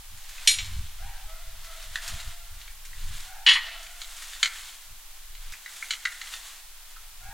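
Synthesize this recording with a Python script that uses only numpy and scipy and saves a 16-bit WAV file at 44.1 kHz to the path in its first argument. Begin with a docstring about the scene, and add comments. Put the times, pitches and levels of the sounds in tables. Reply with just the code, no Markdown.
"""Raking leaves in a country yard

Close, straight ahead: a rake crackles again and again through dry leaves and grass, and stalks snap.
Beside the house two pieces of steel land and ring in decaying modes; split firewood knocks and bounces.
Echoes and a dull tail place the knocks, steel and twigs in the yard. Far off, a rooster crows through trees.
Wind lumps on the microphone as low, gusty noise; forest hush and each channel's own hiss lie beneath."""
import sys
import numpy as np
from scipy import signal
from scipy.fft import rfft, irfft, next_fast_len
from scipy.io import wavfile
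from scipy.ndimage import uniform_filter1d, minimum_filter1d

SR = 44100
rng = np.random.default_rng(int(sys.argv[2]) if len(sys.argv) > 2 else 0)


def put_to_file(sound):
    """Save the sound as 16-bit audio at rate SR, in the file named by the first command-line argument."""
    columns = np.atleast_2d(sound).T  # one column per channel
    safe = np.clip(columns, -1, 1)
    whole_steps = np.round(safe * 32767)
    wavfile.write(sys.argv[1], SR, whole_steps.astype(np.int16))


N = 323253
TIME = np.arange(N) / SR  # s

# Spectra give relative density per Hz; source levels are before each source's own trim.
# rake strokes; the nearly leafless one at 3.68 s is the heavier steel piece skidding to rest:
# hardest pull t/s, build-up/s, easing off/s, level/dB, leaves over turf/dB
SCRAPE_STROKES = [(0.52, 0.33, 0.36, -45, 0), (1.25, 0.62, 0.75, -54, -7), (1.82, 0.25, 0.15, -49, 0),
                  (2.12, 0.23, 0.2, -41.5, 0), (2.62, 0.3, 0.22, -55, -6), (3.19, 0.28, 0.19, -47, 0.5),
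                  (3.68, 0.14, 0.14, -42.5, -18), (4.252, 0.41, 0.14, -48.5, 3.5),
                  (4.55, 0.49, 0.27, -45, 2.5), (5.45, 0.079, 0.21, -53, -4), (5.85, 0.28, 0.27, -49, 4.5),
                  (6.34, 0.35, 0.28, -45.5, 2.5)]
STROKE_DEPTH_DB, STROKE_CURVE = 10.5, 1.32  # fall at build-up or easing time; roundness of the top
TRAIL_DB = -60.5  # tines trailing over the grass between strokes
# colour of tines on turf: f/Hz, density/dB
TURF_SPECTRUM = [(350, -36), (500, -21), (700, -10), (1000, -6.5), (1800, -2), (2450, -3.5), (3400, 0),
                 (4400, -3), (5500, -11), (8000, -25)]
# colour of crushed leaves: f/Hz, density/dB
LEAF_SPECTRUM = [(3500, -15), (5500, -3.5), (7100, 0), (9500, -4), (12000, -9.5), (16000, -19)]
# loudest twigs snapping under the tines: t/s, level/dB
TWIG_SNAPS = [(0.2914, -39), (1.644, -41.5), (2.0777, -29.5), (2.8518, -39.5), (3.2044, -39.5),
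              (3.8287, -40.5), (4.2218, -35), (5.522, -36), (6.9052, -46)]
# colour of a snapping twig: f/Hz, density/dB
TWIG_SPECTRUM = [(1500, 4.5), (3500, 1.5), (7000, 4), (11000, -5), (16000, -13)]
STALKS_PER_S, STALK_DB, STALK_SPREAD_DB = 12, -2, 4.5  # small stalks: rate, level over scrape, spread

# contacts of a landing steel bar; the one at 0.5857 s goes with a wooden knock:
# t/s, relative level/dB, hardness/(dB per octave)
BAR_CONTACTS = [(0.4738, 2, -0.5), (0.4850, -10, -15), (0.4928, -19, -7), (0.511, -11.5, 3),
                (0.538, -14, -2.5), (0.5857, -13, -6.5), (0.645, -27, -3)]
# clear modes of the bar: f/Hz, relative level/dB, t60 before shortening/s
BAR_CLEAR_MODES = [(2285, -24, 0.36), (2739, -32, 0.6), (3046, -21, 0.2), (3334, -25, 0.26),
                   (3488, -24, 0.34), (3770, -25, 0.57), (3860, -26, 0.31), (4200, -16, 0.33),
                   (4838, -31, 0.33), (4924, -32, 0.36), (5119, -34, 0.6), (5249, -29, 0.34),
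                   (5534, -33, 0.36), (5740, -19, 0.25), (6529, -29, 0.27), (6612, -25, 0.38),
                   (6946, -27, 0.43), (7428, -28, 0.6), (8263, -25, 0.3), (8420, -38, 0.5),
                   (8519, -34, 0.26), (9393, -31, 0.24), (9718, -23, 0.23), (10473, -39, 0.44),
                   (11563, -27, 0.17), (12182, -42, 0.33)]
# colour of the bar's dense clash: f/Hz, density/dB
BAR_CLASH_SPECTRUM = [(1000, -28), (1600, -13), (2300, -2), (3600, 0), (4600, -7), (7000, -8), (9500, -13),
                      (11500, -24)]
# contacts of a heavier steel piece: t/s, relative level/dB, hardness/(dB per octave)
IRON_CONTACTS = [(3.4638, 6.5, 7), (3.4752, 4.5, 1.5), (3.4858, 8, 9.5), (3.502, -18, -8), (3.5128, 4, 5),
                 (3.533, -5.5, 15.5), (3.554, -4, -2), (3.7141, -18, 2), (3.742, -34, -11)]
# clear modes of the heavier piece: f/Hz, relative level/dB, t60 before shortening/s
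IRON_CLEAR_MODES = [(1127, -34, 0.37), (1781, -25, 0.33), (1838, -26, 0.43), (1906, -21, 0.6),
                    (2017, -21, 0.3), (2071, -25, 0.39), (2196, -23, 0.31), (2638, -20, 0.28),
                    (2694, -21, 0.32), (2901, -14, 0.24), (2980, -8, 0.22), (3042, -16, 0.34),
                    (3303, -16, 0.25), (3372, -18, 0.32), (3959, -21, 0.29), (4222, -28, 0.35),
                    (4324, -25, 0.29), (4785, -28, 0.26), (4840, -30, 0.36), (5167, -36, 0.41),
                    (5737, -29, 0.2), (6051, -36, 0.24), (6592, -35, 0.26), (6939, -34, 0.5),
                    (8405, -45, 0.5), (9025, -40, 0.29), (9426, -41, 0.34), (10915, -42, 0.23)]
# colour of the heavier piece's dense clash: f/Hz, density/dB
IRON_CLASH_SPECTRUM = [(1000, -12), (1500, -11), (2000, -3), (3100, 0), (4000, -2), (5200, -15),
                       (7300, -21), (11500, -32)]

# firewood knocks; the last is a soft, low-pitched blob, perhaps a footstep on a log:
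# t/s, pitch of the log f/Hz, level/dB, hardness of the contact/dB
WOOD_KNOCKS = [(0.381, 2530, -45.5, -7), (0.5853, 2205, -46.5, 5), (1.956, 1820, -29, -4),
               (2.1997, 1990, -45, 4), (2.6143, 2040, -54, 7), (2.6771, 2290, -48.5, -1),
               (2.93, 1960, -48, -6), (3.6841, 2090, -45, -3), (3.865, 2300, -49, 3),
               (4.016, 2050, -43.5, 7), (4.333, 1860, -45, 3.5), (4.4288, 2175, -21, 3.5),
               (5.35, 2090, -52.5, 4.5), (5.5364, 2420, -44.5, -17), (5.66, 2015, -39, -7.5),
               (5.8242, 2176, -34, -19), (5.9067, 2106, -30, 5), (6.0527, 1990, -24, -6),
               (6.122, 1870, -43, -6), (6.2142, 2050, -38, -0.2), (6.2726, 2050, -45.5, 2),
               (6.337, 1857, -40, 3.5), (6.962, 1313, -50, -4)]
# modes of a log: multiple of its pitch, relative level/dB, t60/s
WOOD_MODES = [(0.628, -6, 0.034), (0.711, -7.5, 0.044), (.81, -6.5, .05), (.94, 1.5, 0.036),
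              (1.001, 6.5, 0.044), (1.091, 3, .04), (1.399, -4.5, .04), (1.55, -9, .035),
              (1.931, -9, 0.072), (2.12, -4.5, 0.013), (2.7, -15, 0.068), (3.3, -10.5, .03),
              (3.6, -38, 0.037)]
# a log drops back once: delay, level, and how much higher a hard contact throws it (dB per dB)
BOUNCE_S, BOUNCE_DB, BOUNCE_PER_HARDNESS = 0.028, -9.5, 0.82
# echoes off ground, walls and woodpile: delay/s, level/dB
NEAR_ECHOES = [(.0075, -20.5), (0.0173, -11.5), (0.028, -38), (.043, -34.5)]

# notes of the rooster: start t/s, length/s, top pitch f/Hz, level/dB
ROOSTER_NOTES = [(0.96, 0.27, 839, -48), (1.24, 0.26, 671.6, -52), (1.6, 0.24, 658, -49.5),
                 (1.92, 0.58, 693, -54), (3.23, 0.3, 840.4, -48), (3.61, 0.5, 700.3, -53),
                 (7.19, 0.33, 847, -48)]
# harmonics of its voice: multiple of the pitch, relative level/dB
ROOSTER_HARMONICS = [(1, -0.5), (2, -4), (3, -8)]
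CROW_START_HZ, CROW_SCOOP_S = 647, 0.058  # every note slides up from the same low pitch
CROW_ATTACK_S, CROW_RELEASE_S, CROW_FADE_DB = 0.056, 0.077, 12.5  # fade is over the note's length

# breeze leaning on the microphone: t/s, level/dB
BREEZE_LEVEL = [(0.0, -45.5), (1.02, -37.5), (2.78, -44), (3.12, -32.5), (3.25, -43), (4.9, -50.5),
                (5.53, -38.5), (5.57, -56), (7.33, -46)]
# gusts: t/s, half length/s, level/dB
WIND_GUSTS = [(0.14, 0.04, -48), (0.626, 0.08, -43.5), (0.779, 0.081, -33), (1.054, 0.056, -43),
              (1.547, 0.14, -57), (1.915, 0.048, -47), (2.141, 0.047, -39), (2.275, 0.025, -37),
              (2.545, 0.066, -49), (3.088, 0.13, -44.5), (4.915, 0.028, -52), (5.497, 0.047, -57),
              (7.275, 0.064, -48)]
# colour of slow wind pressure: f/Hz, density/dB
PUSH_SPECTRUM = [(12, 0.5), (22, -9), (35, -19), (55, -33), (90, -43.5)]
# colour of the faster eddies: f/Hz, density/dB
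BUFFET_SPECTRUM = [(35, 6.5), (55, 5.5), (85, 4), (125, -10), (190, -15), (260, -27.5), (450, -46)]
# colour of the far hush and the hiss: f/Hz, density/dB
AIR_SPECTRUM = [(88, -54), (150, -7.5), (240, -22), (348, -11), (504, -17.5), (566, -10), (805, -4),
                (2450, -2.5), (3350, -1), (5050, -4), (7040, -4), (15100, -6), (16000, -7)]
# difference between the two channels: f/Hz, unlike share of power (0 to 1)
HISS_UNLIKE = [(100, .02), (350, 0.03), (1000, 0.12), (3000, 0.24), (6000, 0.46), (12000, 0.5),
               (16000, 0.57)]
AIR_DB = -50.5
CUTOFF_HZ = 15900


def pulling():
    """Strength on turf and in leaves: each stroke builds up to its hardest pull and eases off."""
    turf_power = leaf_power = from_db(TRAIL_DB) ** 2
    for s, build_s, ease_s, db, leafy_db in SCRAPE_STROKES:
        away = np.maximum((s - TIME) / build_s, (TIME - s) / ease_s)
        sunk_db = STROKE_DEPTH_DB * np.minimum(np.abs(away), 10) ** STROKE_CURVE
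        pull = from_db(db - sunk_db)
        turf_power = turf_power + pull ** 2
        leaf_power = leaf_power + (pull * from_db(leafy_db)) ** 2
    return np.sqrt(turf_power), np.sqrt(leaf_power)


def rake(scrape, rustle, scrape_db=0.0, rustle_db=-3.0, catch_db=1.37, per_s=13000, spread_db=1.5):
    """Tines drag through turf and crush leaves; they catch and spring free, so the crackle clumps."""
    catching = catch_db * drift(14)
    turf_grains = coloured(grains(per_s, spread_db), TURF_SPECTRUM)
    leaf_grains = coloured(grains(per_s, spread_db), LEAF_SPECTRUM)
    turf = scrape * from_db(scrape_db + catching) * turf_grains
    leaves = rustle * from_db(rustle_db + catching) * leaf_grains
    # trailing lightly between strokes, the rake barely stirs anything
    pressure = np.clip((20 * np.log10(scrape) + 61) / 9, .1, 1)
    return pressure * (turf + leaves)


def twigs(scrape, level_db=-3.0, t60=0.13):
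    """A dry stalk breaks in a short splintering burst; a harder pull makes the small ones louder."""
    breaks = rng.random(N) < STALKS_PER_S / SR
    stalks = breaks * scrape * from_db(STALK_DB + STALK_SPREAD_DB * rng.standard_normal(N))
    bursts = dying(clicks(TWIG_SNAPS) + stalks, t60)
    return from_db(level_db) * bursts * noise(TWIG_SPECTRUM)


def steel(hits, modes, clash, lowest_hz, ring_db, clash_db, clash_t60, ring_share, rest_s, rest_t60,
          count=130):
    """Contacts ring clear modes and a dense, brief clash; once the piece lies still, the ring is damped."""
    s, level, hardness = np.transpose(hits)
    start, size = round(hits[0][0] * SR), SR // 2

    def mode(hz, db, t60):
        """The contacts share the energy of one blow; hard ones favour the high modes."""
        # a small random delay per mode and contact keeps the modes from starting together
        delay = rng.uniform(0, .001, len(s))
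        at = np.maximum(np.round((s + delay) * SR).astype(int) - start, 0)
        force = np.zeros(size)
        force[at] = rng.choice([-1, 1], len(s)) * from_db(level + hardness * np.log2(hz / 3000))
        # rms of a decaying sine, so that a longer ring carries more energy
        decay_rms = np.sqrt(t60 * SR / size / (4 * np.log(1000)))
        return from_db(db) * decay_rms * rms_one(ring(force, hz, t60))

    clear = sum(mode(hz, db + ring_db, t60 * ring_share) for hz, db, t60 in modes)
    pitches = np.geomspace(850, 11500, count) * rng.uniform(.99, 1.01, count)
    # higher modes lie farther apart in Hz, so each stands for a wider band
    levels = at_hz(clash, pitches) + 10 * np.log10(pitches / pitches[0]) + clash_db
    dense = sum(mode(hz, db, clash_t60) for hz, db in zip(pitches, levels))
    damping = from_db(-60 * np.maximum(TIME[start:start + size] - rest_s, 0) / rest_t60)
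    radiation = signal.butter(4, [lowest_hz, 12500], "band", fs=SR, output="sos")
    sound = signal.sosfilt(radiation, clear * damping + dense)
    return np.pad(sound, (start, N - start - size))


def firewood(body_db=1.0, upper_db=0.0, crack_db=-8.0, rough=0.99, rough_t60=0.068,
             contact_s=0.00021, size=8192):
    """Logs ring with crunching bark and bounce once; hard contacts bring more upper modes and crack."""
    out, t = np.zeros(N + size), np.arange(size) / SR
    bounces = []
    for s, pitch, level, hard in WOOD_KNOCKS:
        bounce_level = level + BOUNCE_DB + BOUNCE_PER_HARDNESS * min(hard, 4)
        bounces.append((s + BOUNCE_S, pitch, bounce_level, hard - 2.5))
    for s, pitch, level, hard in list(WOOD_KNOCKS) + bounces:
        modes = np.zeros(size)
        for ratio, db, t60 in WOOD_MODES:
            wave = np.sin(2 * np.pi * (pitch * ratio * t + rng.random()))
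            modes += from_db(db - 60 * t / t60) * wave
        bark = rough * rng.standard_normal(size) * from_db(-60 * t / rough_t60)
        blow = (modes + bark) * (1 - np.exp(-t / contact_s))
        parts = [(band(blow, 1290, 2310), body_db),
                 (band(blow, 2980, 4750), hard + upper_db),
                 (band(blow, 5480, 7330), hard + crack_db)]
        at = round(s * SR)
        for part, db in parts:
            # each band's level is set over its first 15 ms
            out[at:at + size] += from_db(level + db) * part / np.std(part[t < .015])
    return out[:N]


def yard(x, lowest_hz=720):
    """Small things radiate little bass; near echoes and a thin, dull tail from the forest edge follow."""
    x = signal.sosfilt(signal.butter(4, lowest_hz, "high", fs=SR, output="sos"), x)
    echoes = sum(from_db(db) * np.interp(TIME - delay, TIME, x, left=0) for delay, db in NEAR_ECHOES)
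    wide_tail = scatter(x, t60=0.83, low_hz=865, high_hz=5100, gain_db=-25.0)
    dull_tail = scatter(x, t60=0.59, low_hz=1100, high_hz=2030, gain_db=-23.5)
    return x + echoes + wide_tail + dull_tail


def scatter(x, t60, low_hz, high_hz, gain_db):
    """Countless faint reflections from trees and buildings, as a decaying noise response."""
    t = TIME[:SR]
    tail = band(rng.standard_normal(SR), low_hz, high_hz)
    tail = tail * from_db(-60 * t / t60) * (1 - np.exp(-t / 0.0057))
    return from_db(gain_db) * signal.fftconvolve(x, tail / np.sqrt(np.sum(tail ** 2)))[:N]


def rooster(level_db=0.0, strain=0.043, direct=0.1):
    """A hoarse far crow, roughest where pushed highest, smeared by its long way through the trees."""
    out, waver = np.zeros(N), drift(59.6)
    for start, length, top_hz, db in ROOSTER_NOTES:
        t = np.maximum(TIME - start, 0)
        pitch = top_hz + (CROW_START_HZ - top_hz) * np.exp(-t / CROW_SCOOP_S)
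        hoarse = .035 + strain * np.clip((pitch - 690) / 100, 0, 1)  # relative pitch jitter
        phase = 2 * np.pi * np.cumsum(pitch * (1 + hoarse * waver)) / SR
        envelope = np.clip(np.minimum(t / CROW_ATTACK_S, 1 + (length - t) / CROW_RELEASE_S), 0, 1)
        voice = sum(from_db(h_db) * np.sin(k * phase) for k, h_db in ROOSTER_HARMONICS)
        out += envelope * from_db(db + level_db - CROW_FADE_DB * t / length) * voice
    return direct * out + scatter(out, t60=0.42, low_hz=534, high_hz=3370, gain_db=-3.5)


def wind(push_db=1.0, buffet_db=0.0, gust_push_db=-3.5, breeze_buffet_db=-27.5, waver_db=1.5):
    """Air leans on the microphone; gusts swell, shed faster eddies and pass."""
    breeze = from_db(in_time(BREEZE_LEVEL)[0] + waver_db * drift(10))
    gusts = sum(from_db(db) / (1 + ((TIME - s) / half_s) ** 2) ** 2 for s, half_s, db in WIND_GUSTS)
    push = from_db(push_db) * breeze + from_db(gust_push_db) * gusts
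    buffet = from_db(breeze_buffet_db) * breeze + from_db(buffet_db) * gusts
    return push * eddies(PUSH_SPECTRUM) + buffet * eddies(BUFFET_SPECTRUM)


def eddies(spectrum, steady_s=0.075):
    """Turbulent pressure noise, evened out by its own short-term power."""
    x = noise(spectrum)
    return x / np.sqrt(uniform_filter1d(x ** 2, int(steady_s * SR)) + 0.038)


def air(level_db=0.0):
    """Far forest hush, alike in both channels, under a hiss that differs between them."""
    hz = np.arange(N // 2 + 1) * SR / N
    apart = np.clip(at_hz(HISS_UNLIKE, hz), 0, 1)
    mid = noise(AIR_SPECTRUM)
    side = irfft(rfft(noise(AIR_SPECTRUM)) * np.sqrt(apart / (1.001 - apart)), N)
    return from_db(AIR_DB + level_db) * (mid + side * np.array([[1], [-1]]))


def from_db(db):
    """Decibels to gain."""
    return 10 ** (np.asarray(db) / 20)


def rms_one(x):
    """Scale to unit power."""
    return x / np.sqrt(np.mean(x ** 2) + 1e-20)


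def in_time(rows):
    """Each column of a curve at every sample."""
    s, *columns = np.transpose(rows)
    return [np.interp(TIME, s, c) for c in columns]


def at_hz(points, hz):
    """Read a spectrum on a log-frequency axis."""
    points = np.array(points)
    return np.interp(np.log(hz + 1e-3), np.log(points[:, 0]), points[:, 1])


def coloured(x, spectrum):
    """Give a signal a spectrum that falls away beyond its ends; rms 1."""
    size = next_fast_len(len(x))
    hz = np.arange(size // 2 + 1) * SR / size + 1e-3
    low_skirt = np.minimum(1, hz / spectrum[0][0]) ** 3
    high_skirt = np.minimum(1, spectrum[-1][0] / hz) ** 3
    shape = from_db(at_hz(spectrum, hz)) * low_skirt * high_skirt
    return rms_one(irfft(rfft(x, size) * shape, size)[:len(x)])


def noise(spectrum):
    """Noise of a given colour; rms 1."""
    return coloured(rng.standard_normal(N), spectrum)


def drift(rate_hz):
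    """Slow chance with a spread of 1: noise through two equal low-pass poles, one value per 40 samples."""
    r = np.exp(-80 * np.pi * rate_hz / SR)
    slow = signal.lfilter([1], [1, -2 * r, r * r], rng.standard_normal(N // 40 + 2002))
    slow = slow[2000:]  # drop the run-in
    return np.interp(np.arange(N) / 40, np.arange(len(slow)), rms_one(slow))


def band(x, low_hz, high_hz):
    """Causal band-pass."""
    edges = [low_hz, min(high_hz, SR / 2 - 100)]
    return signal.sosfilt(signal.butter(2, edges, "band", fs=SR, output="sos"), x)


def clicks(hits):
    """One impulse for each row (t/s, level/dB)."""
    out = np.zeros(N)
    for s, db in hits:
        out[round(s * SR)] += from_db(db)
    return out


def dying(x, t60):
    """Each impulse starts an exponential decay."""
    return signal.lfilter([1], [1, -from_db(-60 / (t60 * SR))], x + 1e-18)


def ring(x, hz, t60):
    """A two-pole resonator: a unit impulse starts a decaying sine of initial height 1."""
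    r, w = from_db(-60 / (t60 * SR)), 2 * np.pi * hz / SR
    return signal.lfilter([0, np.sin(w)], [1, -2 * r * np.cos(w), r * r], x + 1e-18)


def grains(per_s, spread_db):
    """Tiny fractures at random moments, mostly small and a few large."""
    sizes = from_db(spread_db * np.minimum(rng.exponential(1, N), 4)) * rng.standard_normal(N)
    return sizes * (rng.random(N) < per_s / SR)


def scene():
    """The work lies straight ahead, the same in both channels; only the air differs between them."""
    scrape, rustle = pulling()
    bar = steel(BAR_CONTACTS, BAR_CLEAR_MODES, BAR_CLASH_SPECTRUM, lowest_hz=1450, ring_db=2.5,
                clash_db=-30.5, clash_t60=0.074, ring_share=0.61, rest_s=0.684, rest_t60=0.89)
    iron = steel(IRON_CONTACTS, IRON_CLEAR_MODES, IRON_CLASH_SPECTRUM, lowest_hz=680, ring_db=3.0,
                 clash_db=-28.5, clash_t60=0.17, ring_share=0.52, rest_s=3.6, rest_t60=0.46)
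    impacts = yard(bar + iron + firewood() + twigs(scrape))
    return impacts + rake(scrape, rustle) + rooster() + wind() + air()


def record(dry):
    """A quick look-ahead limiter holds the loudest peaks, and the top is cut."""
    ceiling, window = .8, round(.004 * SR)
    allowed = ceiling / np.maximum(np.abs(dry).max(axis=0), ceiling)
    gain = uniform_filter1d(minimum_filter1d(allowed, 2 * window), window)
    top_cut = signal.ellip(12, .1, 80, CUTOFF_HZ, fs=SR, output="sos")
    return signal.sosfilt(top_cut, dry * gain)


dry = scene()
out = record(dry)
put_to_file(out)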